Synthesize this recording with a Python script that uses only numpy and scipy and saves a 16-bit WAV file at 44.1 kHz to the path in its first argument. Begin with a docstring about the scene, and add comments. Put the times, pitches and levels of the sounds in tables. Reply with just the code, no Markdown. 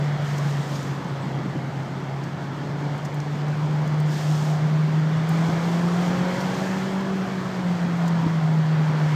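"""Inside a car on a winding mountain road: a four-cylinder engine booms in the cabin, rises and falls in pitch.
The engine is a sine at the firing rate plus weaker orders and noise rasp; the tyres are shaped noise that
roars on asphalt, hisses more over damp stretches and murmurs in the last bend.
Bumps thump as decaying sines, grit and trim tick as short noise bursts, and trim squeaks as sinking sines."""
import sys
import numpy as np
from scipy import signal
from scipy.fft import rfft, irfft, next_fast_len
from scipy.io import wavfile
from scipy.ndimage import uniform_filter1d, map_coordinates

SR = 44100
rng = np.random.default_rng(int(sys.argv[2]) if len(sys.argv) > 2 else 0)


def generate_wav(signal):
    """Clip the signal to [-1, 1] and save it as 16-bit WAV at the path in sys.argv[1]."""
    frames = np.transpose(np.atleast_2d(signal))
    scaled = np.clip(frames, -1, 1) * 32767
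    pcm = np.round(scaled).astype(np.int16)
    wavfile.write(sys.argv[1], SR, pcm)


N = 403515
CRUISE_HZ = 155  # firing rate at cruising speed
ENTER_S, LEAVE_S = 0.078, 0.14  # stretch of road: rise time, decay constant


def amp(db):
    """Decibels to gain."""
    return 10 ** (np.asarray(db) / 20)


def unit(x):
    """Scale to rms 1."""
    return x / np.sqrt(np.mean(x ** 2) + 1e-20)


def curves(rows):
    """One value per sample for each column after the time."""
    s, *cols = np.transpose(rows)
    return [np.interp(np.arange(N) / SR, s, c) for c in cols]


def wobble(rate_hz):
    """Smooth random curve, rate_hz knots a second."""
    knots = rng.standard_normal(int(N * rate_hz / SR) + 4)
    return map_coordinates(knots, [np.arange(N) * rate_hz / SR])


def filtered(x, response):
    """x times a response of frequency."""
    m = next_fast_len(len(x) + 8192)
    return irfft(rfft(x, m) * response(np.fft.rfftfreq(m, 1 / SR)), m)[:len(x)]


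def coloured(x, spectrum):
    """x shaped by (frequency [Hz], level [dB]) points, at rms 1."""
    f, db = np.transpose(spectrum)

    def response(hz):
        shape_db = np.interp(np.log(hz + 1), np.log(f), db)
        rolloff_db = 60 * np.maximum(hz / f[-1] - 1, 0)  # above the last point
        return amp(shape_db - rolloff_db)

    return unit(filtered(x, response))


def patchy(depth_db):
    """White noise whose gain drifts in patches of time and frequency."""
    z = signal.stft(rng.standard_normal(N), nperseg=1024)[2]
    field = uniform_filter1d(rng.standard_normal(z.shape), size=6, axis=0)
    field = uniform_filter1d(field, size=10, axis=1)
    return signal.istft(z * amp(depth_db * unit(field)), nperseg=1024)[1][:N]


def band(centre_hz, half_width_hz, size):
    """Noise in one resonance, at rms 1."""
    noise = rng.standard_normal(size)
    return unit(filtered(noise, lambda hz: 1 / (1 + ((hz - centre_hz) / half_width_hz) ** 2)))


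def add(track, s, sound):
    """Mix a sound into the track at time s."""
    part = track[max(round(s * SR), 0):][:len(sound)]
    part += sound[:len(part)]


def stretches(rows):
    """Gain of stretches of road: quick rise up to the start, hold, dying tail."""
    t = np.arange(N) / SR
    gain = np.zeros(N)
    for s, length_s, db in rows:
        rise = np.clip(1 + (t - s) / ENTER_S, 0, 1)
        tail = np.exp(-np.maximum(t - s - length_s, 0) / LEAVE_S)
        gain += amp(db) * rise * tail
    return gain


# engine load: (time [s], level over neutral throttle [dB])
ENGINE_LOAD = [(0, -7), (.58, -15.5), (.67, -1.5), (2.45, -1.5), (2.8, 4), (3.2, 0), (4.8, 0), (5.6, 3.5),
               (6.3, 8), (6.7, 2.5), (7.05, 4), (7.3, 1.5), (7.8, -1.5), (8.5, -4), (9.15, -5.5)]
# cabin response, one broad peak and a narrow null: (firing rate [Hz], boom before BOOM_TRIM_DB [dB])
CABIN_BOOM = [(135, -32), (140, -32), (147, -27.5), (151.5, -22.5), (157, -20), (166, -23), (179, -22.5),
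              (186, -32), (191, -26)]
# engine orders: (multiple of firing rate [-], relative level [dB])
ENGINE_ORDERS = [(.5, -18), (.75, -6), (1.25, -6), (1.5, -9), (1.75, -6), (2, 0), (2.25, -7), (2.5, -7.5),
                 (2.75, -7.5), (3, -4), (3.25, -13.5), (3.5, -11.5), (3.75, -12), (4, -9.5), (4.25, -7.5),
                 (4.5, -7.5), (4.75, -14), (5, -8.5), (5.25, -7.5), (6, -6.5)]
# cabin resonances: (centre [Hz], full width [Hz], lift [dB])
CABIN_RESONANCES = [(283, 12, 5), (382, 24, 7), (544.6, 26, 8.5)]
# intake and valve noise: (frequency [Hz], relative density [dB per Hz])
RASP_SPECTRUM = [(700, -24.5), (1200, -4), (1450, -3.5), (1700, -0.5), (1950, -3.5), (2200, -4.5),
                 (2500, -11), (2900, -11), (3330, -10), (3750, -15), (4400, -15), (5900, -23.5),
                 (7800, -32), (9500, -50)]
BOOM_TRIM_DB = 0.32
ORDERS_DB = -45.5  # at neutral throttle
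RASP_DB, RASP_DB_PER_HZ = -41, 0.0236  # at cruising speed; growth with firing rate
OVERRUN_BELOW_DB = -3  # under this load the wheels drive the engine
OVERRUN_BOOM, OVERRUN_RASP = 0.51, 0.13  # dB more for each dB further down


def engine(firing_hz, road_db):
    """Firing rate booms; weaker orders swell in cabin resonances; intake and valves rasp with the firing."""
    load_db, = curves(ENGINE_LOAD)
    overrun_db = np.maximum(OVERRUN_BELOW_DB - load_db, 0)
    phase = 2 * np.pi * np.cumsum(firing_hz) / SR

    boom_db = np.interp(firing_hz, *np.transpose(CABIN_BOOM)) + OVERRUN_BOOM * overrun_db
    flutter = amp(-44.5) * wobble(24)  # relatively stronger when the boom is weak
    boom_gain = amp(boom_db + BOOM_TRIM_DB + 0.93 * wobble(20)) + flutter
    boom_phase = phase + .11 * wobble(5.5) + .03 * wobble(30)
    boom = boom_gain * np.sqrt(2) * np.sin(boom_phase)

    # unequal cylinders put lines at quarters of the firing rate
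    orders = np.zeros(N)
    for multiple, db in ENGINE_ORDERS:
        lift_db = np.zeros(N)
        for hz, width_hz, gain_db in CABIN_RESONANCES:
            lift_db += gain_db / (1 + (2 * (multiple * firing_hz - hz) / width_hz) ** 2)
        order_gain = amp(db + lift_db + 1.9 * wobble(8))
        order_phase = multiple * phase + 0.18 * wobble(9) + rng.uniform(0, 2 * np.pi)
        orders += order_gain * np.sin(order_phase)

    speed_db = RASP_DB_PER_HZ * (firing_hz - CRUISE_HZ)
    rasp_db = RASP_DB + 0.95 * road_db + speed_db + OVERRUN_RASP * overrun_db
    pulsing = 1 + 0.15 * np.cos(phase) + 0.056 * np.cos(phase / 2)
    rasp = coloured(patchy(depth_db=1.12) * pulsing, RASP_SPECTRUM)
    return boom + amp(ORDERS_DB + load_db) * orders + amp(rasp_db) * rasp


# broken asphalt: (start [s], length [s], rumble [dB])
ROUGH_STRETCHES = [(1.22, 0.24, -35.5), (6.55, 0.35, -41)]
# car body, suspension, wheel arches: (frequency [Hz], relative density [dB per Hz])
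BODY_SPECTRUM = [(20, -52), (31, -42), (42, -22), (60, -23), (80, -13.5), (100, -8.5), (130, 2), (170, 3.5),
                 (230, -13.5), (400, -55)]
RUMBLE_SPECTRUM = [(120, -21.5), (160, 8.5), (190, 2.5), (230, 0), (280, -1), (325, -1.5), (430, -6),
                   (600, -17), (1200, -61)]
ROAR_SPECTRUM = [(220, -36), (380, -7.5), (480, -4.5), (550, -2.5), (610, -3.5), (700, -1), (870, -2.5),
                 (950, -3), (1100, -5.5), (1500, -10), (1950, -39), (3300, -100)]
BODY_DB, RUMBLE_DB, ROAR_DB = -35.5, -35.5, -36.5  # at road_db = 0


def tyres(road_db):
    """Rough asphalt hums in the body, shakes the suspension in surges and roars in the wheel arches."""
    body_gain = amp(BODY_DB + 0.31 * road_db + 1.0 * wobble(12))
    body = body_gain * coloured(rng.standard_normal(N), BODY_SPECTRUM)
    steady = amp(RUMBLE_DB + 0.63 * road_db + 0.4 * wobble(7))
    shaking = np.hypot(steady, stretches(ROUGH_STRETCHES))
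    surges = amp(0.66 * wobble(16))
    rumble = shaking * surges * coloured(patchy(depth_db=-0.36), RUMBLE_SPECTRUM)
    roar = amp(ROAR_DB + road_db) * coloured(patchy(depth_db=1.5), ROAR_SPECTRUM)
    return body + rumble + roar


# damp stretches: (start [s], length [s], hiss [dB])
DAMP_STRETCHES = [(.27, 0.55, -47), (4.12, 0.33, -43.5), (5.32, 1.48, -48.5)]
# tread hiss: (frequency [Hz], relative density [dB])
HISS_SPECTRUM = [(1500, -17), (2600, -1.5), (3200, 0), (3900, -1.5), (5300, -1), (6800, -3), (8000, -7.5),
                 (9000, -13), (10000, -18.5), (12500, -16), (15000, -19.5)]
HISS_DB, HISS_DB_PER_HZ = -52, 0.0448  # at cruising speed; growth with firing rate
DROPS_PER_S = 120


def spray(firing_hz, road_db):
    """Tread peels off the road: hiss with fine spatter, growing with speed and lifted where it is damp."""
    dry_gain = amp(HISS_DB + 0.91 * road_db + HISS_DB_PER_HZ * (firing_hz - CRUISE_HZ))
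    gain = np.hypot(dry_gain, stretches(DAMP_STRETCHES)) * amp(0.79 * wobble(16))
    drops = (rng.random(N) < DROPS_PER_S / SR) * rng.standard_normal(N)
    return gain * coloured(rng.standard_normal(N) + .2 * unit(drops), HISS_SPECTRUM)


# tread scrub in the last bend: (time [s], level [dB])
SCRUB_LEVEL = [(7.7, -110), (7.95, -60), (8.08, -44), (8.24, -39), (8.36, -53), (8.7, -51), (9.15, -41)]


def scrub():
    """Tread blocks slip sideways in the bend and murmur in one narrow band."""
    scrub_db, = curves(SCRUB_LEVEL)
    return amp(scrub_db) * band(960, 60, size=N)


# bumps in the road: (time [s], level before BUMP_TRIM_DB [dB])
ROAD_BUMPS = [(1.449, -20), (1.552, -18.5), (5.481, -17), (6.092, -17), (6.994, -24), (8.256, -12)]
# suspension modes: (frequency [Hz], relative level [dB], t60 [s])
THUMP_MODES = [(113, -7.5, 0.084), (213, 0.5, 0.045), (291, 4.5, 0.043), (352, -11, 0.049),
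               (463, -21, 0.072)]
BUMP_TRIM_DB, BUMP_ATTACK_S = 4.5, 0.0055
PUFF_DB, PUFF_T60_S = -10.5, 0.056


def bumps():
    """Each bump sends a short dull thump through the suspension, with a puff from the tyre."""
    out, t = np.zeros(N), np.arange(SR // 8) / SR
    attack = (1 - np.exp(-t / BUMP_ATTACK_S)) ** 2
    for s, db in ROAD_BUMPS:
        ring = np.zeros(len(t))
        for hz, level_db, t60_s in THUMP_MODES:
            ring += amp(level_db - 60 * t / t60_s) * np.sin(2 * np.pi * hz * t)
        puff = amp(PUFF_DB - 60 * t / PUFF_T60_S) * band(360, 130, size=len(t))
        add(out, s, amp(db + BUMP_TRIM_DB) * (ring + puff) * attack)
    return out


# placed ticks: (time [s], level before TICK_TRIM_DB [dB], pitch [Hz], length [s], high edge [dB])
PLACED_TICKS = [(0.379, -40, 6000, 0.011, -12.5), (0.75, -40.5, 5200, 0.021, -15),
                (.827, -43, 6000, .008, -13), (2.236, -45.5, 6000, .009, -15), (2.978, -49, 6800, .006, -8),
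                (3.047, -42.5, 6200, .015, -13), (3.141, -50.5, 7000, 0.012, -3),
                (3.202, -34, 5600, .003, -22), (3.483, -44, 6000, .003, -16),
                (3.876, -42.5, 6660, 0.004, -11), (4, -46.5, 7500, .0074, -5),
                (5.29, -42.5, 7990, .006, 1.5), (6.404, -38, 5050, .016, -13),
                (8.077, -40.5, 6200, .011, -11.5)]
TICK_TRIM_DB = -2.0
# random ticks between them; level before TICK_TRIM_DB
GRIT_PER_S, GRIT_DB, GRIT_SPREAD_DB = 1.3, -50, 2.5
GRIT_HZ, GRIT_S, GRIT_EDGE_DB = 6000, .006, -13.5


def ticks():
    """Tiny scrapes of grit and trim: a bright core and a fine high edge, gone in milliseconds."""
    out, t = np.zeros(N), np.arange(SR // 10) / SR
    grit = []
    for when, force in rng.random((round(GRIT_PER_S * N / SR), 2)):
        grit_db = GRIT_DB + GRIT_SPREAD_DB * (2 * force - 1)
        grit.append((when * N / SR, grit_db, GRIT_HZ, GRIT_S, GRIT_EDGE_DB))
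    for s, db, hz, length_s, edge_db in [*PLACED_TICKS, *grit]:
        u = 3 * t / length_s
        core = band(hz, 1500, size=len(t))
        edge = amp(edge_db) * band(14000, 3500, size=len(t))
        envelope = u * np.exp(1 - u)  # peaks at a third of the length
        add(out, s, amp(db + TICK_TRIM_DB) * envelope * (core + edge))
    return out


# trim squeaks: (time [s], length [s], pitch [Hz], level [dB])
TRIM_SQUEAKS = [(1.073, .04, 8020, -59.5), (1.204, .048, 7980, -56)]


def squeaks():
    """Plastic rubbing on plastic sings a thin, slightly sinking note."""
    out = np.zeros(N)
    for s, length_s, hz, db in TRIM_SQUEAKS:
        u = np.linspace(0, 1, round(length_s * SR))
        phase = 2 * np.pi * np.cumsum(hz * (1 - .012 * u)) / SR
        add(out, s, amp(db) * np.sin(np.pi * u) * np.sin(phase))
    return out


# engine speed: (time [s], firing rate [Hz])
FIRING_RATE = [(0, 146.8), (.55, 142.8), (1, 137.8), (1.55, 134.3), (2.5, 139.1), (2.82, 144.4),
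               (3.38, 146.8), (3.6, 150.8), (4.45, 151.9), (5.05, 156), (6.15, 178.6), (6.6, 188),
               (7.05, 192), (7.55, 185.1), (7.73, 175.4), (8.14, 167.5), (8.42, 159.3), (9.15, 152)]
# tyre excitation by the asphalt: (time [s], level over cruising [dB])
ROAD_LEVEL = [(0, 0.5), (1.05, -1.5), (1.35, -1.5), (1.75, -2.5), (2.42, -3), (2.7, -2.1), (3.3, -2),
              (3.65, -0.9), (5.15, 0.6), (5.42, 3.8), (5.85, 1.5), (6.1, 4), (6.65, 3), (6.95, 0.9),
              (7.7, 0.2), (8.18, 1.5), (8.5, 0.1), (9.15, 3)]


def scene():
    """Mix at the front seat; the car stays in one gear, so the firing rate is also its speed."""
    firing_hz, = curves(FIRING_RATE)
    road_db, = curves(ROAD_LEVEL)
    road = tyres(road_db) + spray(firing_hz, road_db) + scrub() + bumps()
    return (engine(firing_hz, road_db) + road + ticks() + squeaks())[None]


TOP_HZ = 15330


def record(dry):
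    """Band limit: nothing passes from TOP_HZ up."""
    return filtered(dry[0], lambda hz: hz < TOP_HZ)[None]


dry = scene()
out = record(dry)
generate_wav(out)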